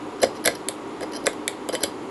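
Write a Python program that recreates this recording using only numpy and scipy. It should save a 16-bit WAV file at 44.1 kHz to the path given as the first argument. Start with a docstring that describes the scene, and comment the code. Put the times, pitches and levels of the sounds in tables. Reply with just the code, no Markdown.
"""In a small room with a fan running, a scalpel picks at dried glue on a glass slide near the microphone.
The edge rasps through the crust in short slips, each a train of tiny impulses from crushed grains.
When the glue snaps, the impulse excites the modes of slide, blade and support: a crack, a ring, a knock.
Twice the tip is set back on the glass with a bright tap. Every contact reverberates briefly."""
import sys
import numpy as np
from scipy import signal
from scipy.fft import rfft, irfft, next_fast_len
from scipy.io import wavfile
from scipy.ndimage import map_coordinates

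SR = 44100
rng = np.random.default_rng(int(sys.argv[2]) if len(sys.argv) > 2 else 0)


def unload_wav(signal):
    """Save mono or channel-first audio to the path in sys.argv[1] as 16-bit WAV at rate SR, clipped to [-1, 1]."""
    wavfile.write(
        sys.argv[1],
        SR,
        np.round(np.clip(np.atleast_2d(signal).T, -1, 1) * 32767).astype(np.int16),
    )


N = 92610
T = np.arange(SR // 2) / SR  # time within one sound [s]

# Air noise of the fan (frequency [Hz], relative spectral density [dB])
FAN_SPECTRUM = [(15, -79), (42, -17.5), (70, -35), (95, -17), (113, -14), (160, -16), (205, -12), (255, -3),
                (280, -5), (305, 1.5), (350, -5.5), (390, -0.5), (460, -7), (590, -11), (650, -17.5),
                (730, -10), (1150, -13), (1700, -24), (2050, -22.5), (2450, -26.5), (2750, -25.5),
                (4500, -33), (6000, -38.5), (6550, -37), (6950, -33.5), (7500, -38.5), (8700, -42.5),
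                (10600, -39), (12000, -50)]
# Tones of the fan (frequency [Hz], rms level [dB])
FAN_TONES = [(307, -45), (382, -50), (959, -51)]
# Slips of the edge through the glue (time [s], length [s], rasp [dB], tip sizzle [dB], support rumble [dB])
SLIPS = [(0.198, 0.0088, -44, -55, -49), (0.2163, 0.0067, -30.5, -31, -22.5),
         (0.2262, 0.013, -24, -34.5, -50), (0.244, 0.0018, -21, -28, -49), (0.352, 0.026, -47, -54.5, -58),
         (0.4404, 0.003, -33, -32, -37), (0.448, 0.0043, -23, -30, -20.5), (0.456, 0.004, -20, -14.5, -19),
         (0.467, 0.0067, -30, -41, -42), (0.475, 0.0018, -17.5, -26, -40), (0.551, 0.0054, -34.5, -38, -58),
         (1.019, 0.016, -40.5, -46.5, -29.5), (1.119, 0.0044, -41.5, -46, -37),
         (1.133, 0.0062, -35.5, -43.5, -39), (1.143, 0.029, -37, -46, -40.5),
         (1.165, 0.0048, -37, -39, -32.5), (1.239, 0.0051, -46, -46, -29.5),
         (1.2554, 0.0084, -29.5, -36, -26), (1.3304, 0.003, -41, -41.5, -55),
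         (1.726, 0.02, -34.5, -39.5, -26), (1.805, 0.0056, -40, -41, -33.5), (1.814, 0.011, -38, -49, -42),
         (1.831, 0.0079, -25.5, -25.5, -26.5)]
# Fractures of the glue (time [s], crack [dB], slide ring [dB], support knock [dB], blade ring [dB],
# splintering t60 [s], treble gain [dB], glass resonance gain [dB])
FRACTURES = [(0.2320, 4.5, -10, -3.5, -51, 0.011, -0.5, -11), (0.2353, -5.5, -26, -41, -32, 0.029, -6, 0),
             (0.4588, 8, -14.5, -12.5, -27, 0.017, -4, -4), (0.4751, 9.5, -6, -9, -31, 0.0088, -4.5, 1.5),
             (1.0085, -17, -27.5, -27, -42.5, 0.025, 0.5, -8),
             (1.0290, -20, -25.5, -26.5, -44.5, 0.033, 3, -4),
             (1.2680, 7.5, -5.5, -8.5, -40, 0.008, -3.5, 5), (1.6890, -2, -26.5, -15.5, -32, 0.008, -1, -5),
             (1.7315, -11, -26, -18, -44, 0.015, -3, -6),
             (1.7507, -5, -17.5, -20.5, -29.5, 0.028, 4.5, -11),
             (1.836, 8.5, -15.5, -16.5, -23.5, 0.021, -2, 2)]
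# Impacts of the tip on the glass (time [s], tick [dB], support knock [dB], treble gain [dB])
IMPACTS = [(0.6864, 2.5, -24, 2.5), (1.4790, 6.5, -24.5, -1.5)]
# Spectra of the rasp, tip sizzle, crack and tick (frequency [Hz], relative spectral density [dB])
RASP_SPECTRUM = [(60, -23), (300, -37), (1200, -10.5), (1650, 4.5), (2100, -3.5), (2650, -18), (3110, 4.5),
                 (3600, -31), (4060, 6), (4550, -5.5), (5060, 8.5), (5400, -5.5), (5850, 4), (6500, -18),
                 (8200, -13), (9200, -11), (14000, -34.5)]
TIP_SPECTRUM = [(300, -37), (8500, -29.5), (9800, -7.5), (10300, -15), (10550, -4.5), (11080, 2.5),
                (11700, -13), (14000, -14)]
CRACK_SPECTRUM = [(60, -33), (300, 13), (1500, -36), (2300, 7), (2750, -41), (3500, 8.5), (4100, -1.5),
                  (4600, -3), (5000, -14.5), (5900, -4.5), (6500, -6), (7100, -1.5), (7650, 9), (8700, -3),
                  (9500, 1), (10100, 1), (11000, 1.5), (12000, -7)]
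TICK_SPECTRUM = [(200, -40), (1300, -24), (1700, -5), (2200, 8), (2750, -10), (3350, 4), (3800, -2.5),
                 (4250, -1), (5200, -8), (5700, -9), (6300, -10), (7600, 0), (8700, -1), (9400, -2),
                 (10400, 1), (12000, -12), (15000, -26)]
# Normal modes of support, slide and blade (frequency [Hz], relative level [dB], free-decay t60 [s])
SUPPORT_MODES = [(95, -23, .1), (265, -16.5, .1), (425, -6.5, .1), (540, 0, .1), (655, -2.5, .1),
                 (780, -16, .1), (1090, -19, .1)]
SLIDE_MODES = [(1090, -19, .03), (1600, -10, .028), (1670, -7, .032), (1990, -6, .03), (2110, -6.5, .03),
               (2400, -11, .015), (3500, -6, .014)]
BLADE_MODES = [(3005, -3, .06), (3112, -1, .08), (3350, -3, .07), (3990, -4, .05), (4788, -4, .08),
               (4995, -5, .05), (11060, -8, .04)]
# Reverberation time of the room (frequency [Hz], t60 [s])
ROOM_DECAY = [(150, 0.36), (600, 0.23), (2000, 0.17), (4500, 0.24), (11000, 0.17)]
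# Colour of the reverberation (frequency [Hz], relative level [dB])
ROOM_SPECTRUM = [(100, 0), (500, -2.5), (2000, 0), (4500, -.5), (7500, -4), (10500, -2)]


def amp(db):
    """Decibel law: amplitude grows tenfold with every 20 dB."""
    return 10 ** (np.asarray(db) / 20)


def unit_rms(x):
    """Normalisation to a mean power of 1."""
    return x / np.sqrt(np.mean(x ** 2) + 1e-20)


def decay(t60):
    """Exponential damping: the level falls 60 dB in t60 seconds."""
    return amp(-60 * T / t60)


def curve_at(points, hz):
    """Interpolation of (frequency, value) points on a logarithmic frequency axis."""
    freqs, values = np.transpose(points)
    return np.interp(np.log(hz + 1), np.log(freqs + 1), values)


def add(track, start_s, sound):
    """Linear superposition of a sound on the track."""
    part = track[round(start_s * SR):][:len(sound)]
    part += sound[:len(part)]


def coloured(x, spectrum):
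    """Source-filter principle: x drives a causal, minimum-phase filter of unit power gain."""
    size = next_fast_len(2 * len(x))
    size += size % 2
    gain = unit_rms(amp(curve_at(spectrum, np.fft.rfftfreq(size, 1 / SR))))
    cepstrum = irfft(np.log(gain + 1e-6))
    cepstrum[1:size // 2] *= 2  # folding onto positive time gives minimum phase
    cepstrum[size // 2 + 1:] = 0
    return irfft(rfft(x, size) * np.exp(rfft(cepstrum)))[:len(x)]


def wobble(knots_per_s):
    """Slow random modulation: a spline through Gaussian values."""
    knots = rng.standard_normal(int(N * knots_per_s / SR) + 4)
    return map_coordinates(knots, [np.arange(N) * knots_per_s / SR])


def fan(air_db=-34.5):
    """Broadband noise plus line spectrum: a steady rush of air and tones that waver in phase."""
    t = np.arange(N) / SR
    hum = sum(amp(db) * np.sqrt(2) * np.sin(2 * np.pi * hz * t + .5 * wobble(knots_per_s=2.55))
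              for hz, db in FAN_TONES)
    air = unit_rms(coloured(rng.standard_normal(N), FAN_SPECTRUM))
    return amp(air_db) * air + hum


def scrapes(grains_per_s=3300, grain_spread_db=4, attack_s=.0006, release_s=.001):
    """Shot noise: each slip crushes tiny grains, which shake the blade, its thin tip and the support."""
    out = np.zeros(N)
    for start_s, length_s, rasp_db, tip_db, rumble_db in SLIPS:
        strength = rng.standard_normal(len(T)) * amp(grain_spread_db * rng.standard_normal(len(T)))
        stroke = (1 - np.exp(-T / attack_s)) * np.exp(-np.maximum(T - length_s, 0) / release_s)
        grains = stroke * strength * (rng.random(len(T)) < grains_per_s / SR)
        rasp = amp(rasp_db) * unit_rms(coloured(grains, RASP_SPECTRUM))
        sizzle = amp(tip_db) * unit_rms(coloured(grains, TIP_SPECTRUM))
        rumble = amp(rumble_db) * unit_rms(signal.fftconvolve(grains, support_knock())[:len(T)])
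        stroke_rms = np.sqrt(np.mean(stroke ** 2))
        add(out, start_s, in_room((rasp + sizzle + rumble) * stroke_rms))
    return out


def ring(modes, attack_s, scatter_db=1.5, relative_linewidth=.006):
    """Modal vibration: damped sinusoids, varying from blow to blow and broadened by the rubbing contact."""
    out = np.zeros(len(T))
    for hz, db, t60 in modes:
        phase_step = np.sqrt(2 * np.pi * relative_linewidth * hz / SR)
        phase_drift = np.cumsum(rng.standard_normal(len(T))) * phase_step
        gain = amp(db + scatter_db * rng.standard_normal())
        out += gain * decay(t60) * np.sin(2 * np.pi * hz * T + phase_drift)
    return out * (1 - np.exp(-T / attack_s))


def support_knock(choke_s=.0122, low_cut_hz=60):
    """Heavily damped resonance: the dull note of the support swells for a few cycles and is choked."""
    note = ring(SUPPORT_MODES, attack_s=.004) * np.exp(-(T / choke_s) ** 6)
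    return signal.sosfilt(signal.butter(2, low_cut_hz, "high", fs=SR, output="sos"), note)


def in_room(direct, reverb_db=-10.5, build_up_s=.00086):
    """Reverberation: the direct sound plus its convolution with noise that decays band by band."""
    hz, t, bands = signal.stft(rng.standard_normal(len(T)), SR, nperseg=256)
    damping = amp(-60 * t / curve_at(ROOM_DECAY, hz)[:, None])
    tail = signal.istft(bands * damping, SR, nperseg=256)[1][:len(T)]
    tail = coloured(tail * (1 - np.exp(-(T / build_up_s) ** 2)), ROOM_SPECTRUM)
    return direct + amp(reverb_db) * signal.fftconvolve(direct, tail / np.linalg.norm(tail))[:len(T)]


def contact_force(t60):
    """Impulsive excitation of energy 1: a sharp push and a burst of splintering in equal shares."""
    splinters = rng.standard_normal(len(T)) * decay(t60)
    force = (T == 0) + splinters / np.linalg.norm(splinters)
    return force / np.linalg.norm(force)


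def edge_treble(x, gain_db, corner_hz=6000):
    """High-frequency shelving: the treble depends on which part of the edge touches."""
    highs = signal.sosfilt(signal.butter(1, corner_hz, "high", fs=SR, output="sos"), x)
    return x + (amp(gain_db) - 1) * highs


def glass_resonance(x, gain_db, centre_hz=3560, q=2.5):
    """Modal coupling: the strength of the slide's hard resonance depends on the spot that is struck."""
    band = signal.lfilter(*signal.iirpeak(centre_hz, q, fs=SR), x)
    return x + (amp(gain_db) - 1) * band


def snaps():
    """Brittle fracture: the glue cracks and sets support, slide and blade into free vibration."""
    out = np.zeros(N)
    for start_s, crack_db, slide_db, knock_db, blade_db, t60, treble_db, resonance_db in FRACTURES:
        crack = coloured(contact_force(t60), CRACK_SPECTRUM)
        crack = glass_resonance(edge_treble(crack, treble_db), resonance_db)
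        sound = amp(crack_db) * crack + amp(knock_db) * support_knock()
        sound += amp(slide_db) * ring(SLIDE_MODES, attack_s=.0008)
        sound += amp(blade_db) * ring(BLADE_MODES, attack_s=.00045)
        add(out, start_s, in_room(sound))
    return out


def taps():
    """Hard impact: brief contact of steel on glass gives a broadband tick over a small support knock."""
    out = np.zeros(N)
    for start_s, tick_db, knock_db, treble_db in IMPACTS:
        tick = edge_treble(coloured(contact_force(t60=.013), TICK_SPECTRUM), treble_db)
        add(out, start_s, in_room(amp(tick_db) * tick + amp(knock_db) * support_knock()))
    return out


def scene():
    """Superposition: the pressures of all sources add at one microphone."""
    return (snaps() + taps() + scrapes() + fan())[None]


def record(dry):
    """Saturation and band limiting: peaks flatten at full scale, then pass a steep low-pass filter."""
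    cutoff_hz = 11750
    size = next_fast_len(N + SR // 2)
    hz = np.fft.rfftfreq(size, 1 / SR)
    spectrum = rfft(np.clip(dry, -1, 1), size)
    return irfft(spectrum / np.sqrt(1 + (hz / cutoff_hz) ** 110), size)[:, :N]


dry = scene()
out = record(dry)
unload_wav(out)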